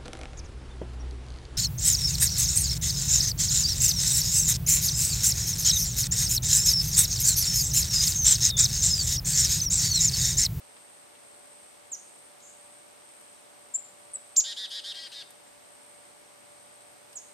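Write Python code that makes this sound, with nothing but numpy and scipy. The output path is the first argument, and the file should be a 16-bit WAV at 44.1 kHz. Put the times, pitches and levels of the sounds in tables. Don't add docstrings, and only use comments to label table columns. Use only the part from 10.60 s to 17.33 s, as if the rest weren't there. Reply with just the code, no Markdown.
import sys
import numpy as np
from scipy import signal
from scipy.fft import rfft, irfft, next_fast_len
from scipy.io import wavfile

SR = 44100
rng = np.random.default_rng(int(sys.argv[2]) if len(sys.argv) > 2 else 0)


def int16_out(signal):
    q = np.round(np.clip(np.atleast_2d(signal).T, -1, 1) * 32767)
    wavfile.write(sys.argv[1], SR, q.astype(np.int16))


N = 296793
T = np.arange(N) / SR
HISS_TOP_HZ = 13800


def from_db(db):
    return 10 ** (np.asarray(db) / 20)


def unit_rms(x):
    return x / np.sqrt(np.mean(x ** 2) + 1e-20)


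def at_hz(points, hz):
    known_hz, values = np.transpose(points)
    return np.interp(np.log(np.maximum(hz, 1)), np.log(known_hz), values)


def drift(rate_hz, size):
    at = np.arange(size) * rate_hz / SR
    return np.interp(at, np.arange(size), rng.standard_normal(size)) * np.sqrt(3 / 2)


def envelope(start, end, attack_s, release_s):
    return np.clip(np.minimum((T - start) / attack_s, (end - T) / release_s), 0, 1)


def coloured_noise(spectrum, correlation=((1000, 0),), size=N):
    padded = next_fast_len(size, True)
    hz = np.fft.rfftfreq(padded, 1 / SR)
    white = rfft(rng.standard_normal((2, padded)))
    mid, side = white * from_db(at_hz(spectrum, hz)) * (hz < HISS_TOP_HZ)
    alike = np.clip(at_hz(correlation, hz), -.95, .95)
    stereo = np.sqrt(1 + alike) * mid + np.sqrt(1 - alike) * side * [[1], [-1]]
    return unit_rms(irfft(stereo, padded)[:, :size])


def place(x, pan_db=0., lead_ms=0.):
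    shift_s = lead_ms / 2000
    return np.array([from_db(side * pan_db / 2) * np.interp(T + side * shift_s, T, x)
                     for side in (1, -1)])


def woods(x, near_db, far_db, near_t60=.09, far_t60=.42, predelay_s=.0023, width=.52, leaf_cut_hz=9500):
    t = np.arange(SR * 3 // 4) / SR
    response = 0
    for level_db, t60 in ((near_db, near_t60), (far_db, far_t60)):
        mid, side = rng.standard_normal((2, len(t))) * from_db(-60 * t / t60) * (t > predelay_s)
        echoes = np.array([mid + width * side, mid - width * side])
        response += from_db(level_db) * echoes / np.sqrt(np.sum(echoes ** 2) / 2)
    response = signal.sosfilt(signal.butter(2, leaf_cut_hz, fs=SR, output="sos"), response)
    return signal.oaconvolve(x, response, axes=1)[:, :N]


def air(level_db=-55):
    # f/Hz, relative level/dB
    spectrum = [(20, -33), (45, -27), (70, -12.5), (120, -9.5), (250, -2.5), (500, -1), (680, -1.5),
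                (830, 0), (1100, -4.5), (2000, -8), (4500, -12.5), (7000, -14.5), (10000, -16),
                (13500, -20.5)]
    # f/Hz, left-right correlation
    correlation = [(60, 0.3), (130, -0.18), (290, -0.52), (640, -0.25), (1400, -0.22), (3100, 0.087),
                   (12000, 0.28)]
    return from_db(level_db) * coloured_noise(spectrum, correlation)


def machine(wander=.0019, ear_phase_rad=.93, rise_db_per_s=.44):
    # f/Hz, mid-scene level/dB
    partials = [(72, -91), (118.4, -83), (585, -65), (728, -74), (1168, -77), (2191, -76.5)]
    wavering_time = np.cumsum(1 + wander * drift(14, N)) / SR
    flutter_db = 1.2 * drift(8, N)
    ear_phases = np.array([[0], [ear_phase_rad]])
    hum = sum(np.sqrt(2) * from_db(level_db) * np.sin(2 * np.pi * hz * wavering_time - ear_phases)
              for hz, level_db in partials)
    return from_db(rise_db_per_s * (T - T.mean()) + flutter_db) * hum


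def insects(chorus_db=-58.5, stroke_hz=63, throb=.16, wander=.0149):
    # f/Hz, relative level/dB
    spectrum = [(6800, -30.5), (7500, -16), (8000, -7), (8350, -2.5), (8700, -2.5), (9050, -7.5),
                (9400, -17.5), (10000, -36)]
    # start/s, end/s, level/dB
    bouts = [(0, .5, -57.5), (0.522, 1.217, -56.5), (1.27, 1.773, -57), (1.838, 2.3, -56.5),
             (2.332, 2.867, -56), (2.85, 3.27, -61), (3.27, 3.882, -56.5), (3.973, 4.64, -59),
             (4.95, 5.6, -59.5), (5.75, 6.41, -60.5), (6.46, 6.9, -59)]
    swells = sum(from_db(level_db) * envelope(start, end, attack_s=.17, release_s=.12)
                 for start, end, level_db in bouts)
    phase = 2 * np.pi * np.cumsum(stroke_hz * (1 + wander * drift(7.8, N))) / SR
    strokes = unit_rms(np.exp(throb * (np.cos(phase) + .5 * np.cos(2 * phase))))
    return np.hypot(from_db(chorus_db), swells) * strokes * coloured_noise(spectrum)


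def litter(t60=.045):
    # t/s, onset level/dB, band centre/Hz, nominal bandwidth/Hz
    ticks = [(0.166, -49, 2500, 4000), (.552, -52.5, 3300, 1600), (.856, -58, 9000, 6000),
             (1.803, -53, 7000, 8000), (2.249, -63, 9000, 6000), (2.609, -55, 9000, 6000),
             (3.667, -61, 9000, 6000), (4.093, -53, 10000, 6030), (4.705, -46, 10000, 6000),
             (5.427, -69, 10000, 6000), (6.325, -60, 9900, 6000), (6.529, -48.5, 7040, 10000)]
    out = np.zeros((2, N))
    t = np.arange(SR // 25) / SR
    for start, level_db, hz, width_hz in ticks:
        edges_hz = np.clip([hz - width_hz / 2, hz + width_hz / 2], 300, HISS_TOP_HZ)
        band = signal.butter(4, edges_hz, "band", fs=SR, output="sos")
        crackle = signal.sosfilt(band, rng.standard_normal((2, len(t))))
        at = round(start * SR)
        out[:, at:at + len(t)] += from_db(level_db - 60 * t / t60) * unit_rms(crackle)
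    return out


def whistle(call, overtone_db=-50, buzz_depth=0, buzz_hz=140, waver=.0078, bend_s=.0068):
    start, length, mid_hz, glide, entry_bend, exit_bend, level_db, attack_s, release_s = call
    throat_hz, throat_width_hz, throat_db = 7000, 1800, 31
    best_hz, loss_db_per_octave = 6800, 25
    on, out = (T > start) & (T < start + length), np.zeros(N)
    t = T[on] - start
    bend = entry_bend * np.exp(-(t / bend_s) ** 2) + exit_bend * np.exp(-((length - t) / bend_s) ** 2)
    pitch = mid_hz * 2 ** (glide * (t - length / 2) + bend)
    pitch *= 1 + waver * drift(600, N)[on] + buzz_depth * np.sin(2 * np.pi * buzz_hz * t)
    phase = 2 * np.pi * np.cumsum(pitch) / SR
    tone = np.sin(phase)
    for k in (2, 3, 4):
        flare_db = throat_db / (1 + ((k * pitch - throat_hz) / throat_width_hz) ** 4)
        tone += from_db(overtone_db + 6 * (4 - k) + flare_db) * (k * pitch < SR / 2) * np.sin(k * phase)
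    loss_db = loss_db_per_octave * np.maximum(np.log2(best_hz / pitch), 0)
    out[on] = np.sqrt(2) * from_db(level_db - loss_db) * tone
    return out * envelope(start, start + length, attack_s, release_s)


def far_buzz():
    # t/s, length/s, mid pitch/Hz, glide/(octaves/s), entry bend/octaves, exit bend/octaves,
    # base level/dB, attack/s, release/s
    call = (1.816, .14, 7080, 1.0, -.1, 0, -57, .004, .07)
    direct = place(whistle(call, buzz_depth=.1, buzz_hz=170))
    return direct + woods(direct, near_db=-4, far_db=3)


def chips(ground_echo_db=-6):
    # t/s, length/s, mid pitch/Hz, glide/(octaves/s), entry bend/octaves,
    # exit bend/octaves, base level/dB, attack/s, release/s, 4th harmonic before flare/dB,
    # pan left/dB, left lead/ms, ground echo delay/ms, near echoes/dB, far echoes/dB
    calls = [(1.313, 0.047, 6530, -11.5, -0.026, -.2, -33, .012, 0.014, -35, -1.5, .16, 1.21, -7.5, -7.5),
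             (3.1372, .031, 7243, -0.5, 0.014, 0.17, -26, 0.013, 0.0042, -31, 3, -.11, 1.36, -7.5, -10),
             (3.5342, 0.032, 7950, -3, 0.26, 0.015, -35, 0.0024, 0.0075, -60, 1, 0, 0.79, -5.5, -13),
             (3.7583, 0.054, 7110, -6, -1.8, -1.7, -18.5, 0.0016, 0.0022, -36, -.4, 0, 2.85, -4.5, -12.5),
             (4.863, 0.025, 7330, -8, 0, 0, -64, .01, .01, -50, 0, 0, 0.78, .5, -1),
             (6.553, 0.039, 6650, -15.5, 0.0062, -.25, -38, 0.0071, 0.012, -36, -4.5, -.024, .76, -9, -5.5)]
    out = np.zeros((2, N))
    for *call, overtone_db, pan_db, lead_ms, ground_ms, near_db, far_db in calls:
        voice = whistle(call, overtone_db)
        bounce = np.interp(T - ground_ms / 1000, T, voice)
        panned = place(voice + from_db(ground_echo_db) * bounce, pan_db, lead_ms)
        out += panned + woods(panned, near_db, far_db)
    return out


def dee(note, throat, sideband_loss_db, width_hz):
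    start, end, low_hz, high_hz, level_db, throat_hz, resonance_db, rise_s, depth, roughness = note
    scoop_depth, sag_depth, flick_depth, flick_s = .11, .012, .26, .00748
    jitter, shimmer_db, breath_db, bright_db_per_octave = .04, 2.5, -9, 7.5
    on, out = (T > start) & (T < end), np.zeros(N)
    t = T[on] - start
    size, longest = len(t), SR // 4
    scoop = np.maximum(1 - t / rise_s, 0)
    flick = np.exp((T[on] - end) / flick_s)
    arch = (1 - scoop_depth * scoop ** 2 - sag_depth * (t / (end - start)) ** 2
            - flick_depth * flick) ** depth
    resonance_hz = throat_hz * arch ** 2.64
    rasp = roughness * (.15 + scoop + flick)
    low, high = [hz * arch * (1 + jitter * rasp * drift(900, longest)[:size]) for hz in (low_hz, high_hz)]
    beat_hz = high - low
    voice = 0
    for harmonic in range(1, 8):
        bright_db = bright_db_per_octave * rasp * np.log2(harmonic / 2)
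        for step in range(-4, harmonic + 5):
            hz = harmonic * low + step * beat_hz
            split_db = -sideband_loss_db * max(abs(step - harmonic / 2) - 1, 0)
            peak_db = resonance_db / (1 + ((hz - resonance_hz) / width_hz) ** 2)
            hook_db = 6 * (.5 * scoop + np.sqrt(flick)) * (harmonic == 2 and step == 0)
            line_db = at_hz(throat, hz / arch) + peak_db + split_db + bright_db + hook_db
            gain = from_db(line_db + shimmer_db * drift(37, longest)[:size])
            voice += gain * np.sin(2 * np.pi * (np.cumsum(hz) / SR + rng.random()))
    puffs = 1 + .5 * np.cos(2 * np.pi * np.cumsum(beat_hz) / SR)
    breath = from_db(breath_db) * np.sqrt(rasp) * puffs * coloured_noise(throat, size=longest)[0, :size]
    out[on] = from_db(level_db - 2 * scoop) * unit_rms(unit_rms(voice) + breath)
    return out * envelope(start, end, attack_s=.013, release_s=.01)


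def chatter():
    # bird, start/s, end/s, lower voice/Hz, upper voice/Hz, level/dB, throat resonance/Hz,
    # its boost/dB, rise/s, depth of the pitch arch, roughness 0-1
    notes = [("caller", 3.835, 3.938, 1668, 1882, -36, 3400, 3.1, .07, 1.1, 0.42),
             ("caller", 3.961, 4.068, 1735, 1932, -35.5, 3640, 8.3, 0.036, 0.97, 0.59),
             ("caller", 4.098, 4.208, 1692, 1895, -37, 3500, 5.5, .08, 1.2, .66),
             ("caller", 4.234, 4.332, 1684, 1901, -37.5, 3850, 4.6, 0.065, 1.15, 0.61),
             ("answerer", 4.336, 4.484, 1618, 1934, -42.5, 3200, 16.5, 0.0345, 0.79, .55),
             ("answerer", 4.511, 4.634, 1700, 1988, -43, 3700, 12, .055, 1.5, .95)]
    # f/Hz, gain/dB
    caller_throat = [(1200, -34), (1780, -5.5), (2300, -19), (2850, -18), (3250, -2.5), (3950, 3.5),
                     (4420, -2.5), (5000, -0.5), (5600, -7.5), (6200, -14.5), (7100, -14), (8000, -21.5),
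                     (11000, -23.5), (14000, -38)]
    answering_throat = [(1200, -35), (1800, -1), (2400, -18.5), (3200, -7), (4200, 0), (5000, -2),
                        (5700, -13), (7100, -19), (8000, -22), (14000, -36)]
    call = sum(dee(note, caller_throat, sideband_loss_db=2, width_hz=180)
               for bird, *note in notes if bird == "caller")
    answer = sum(dee(note, answering_throat, sideband_loss_db=.5, width_hz=120)
                 for bird, *note in notes if bird == "answerer")
    both = place(call, pan_db=.5) + place(answer, pan_db=2.3)
    return both + woods(both, near_db=-11.5, far_db=-9.5)


def scene():
    return chips() + far_buzz() + chatter() + litter() + insects() + air() + machine()


def record(dry):
    cutoff_hz = 15300
    return signal.sosfilt(signal.ellip(10, .1, 80, cutoff_hz, fs=SR, output="sos"), dry)


dry = scene()
out = record(dry)
int16_out(out)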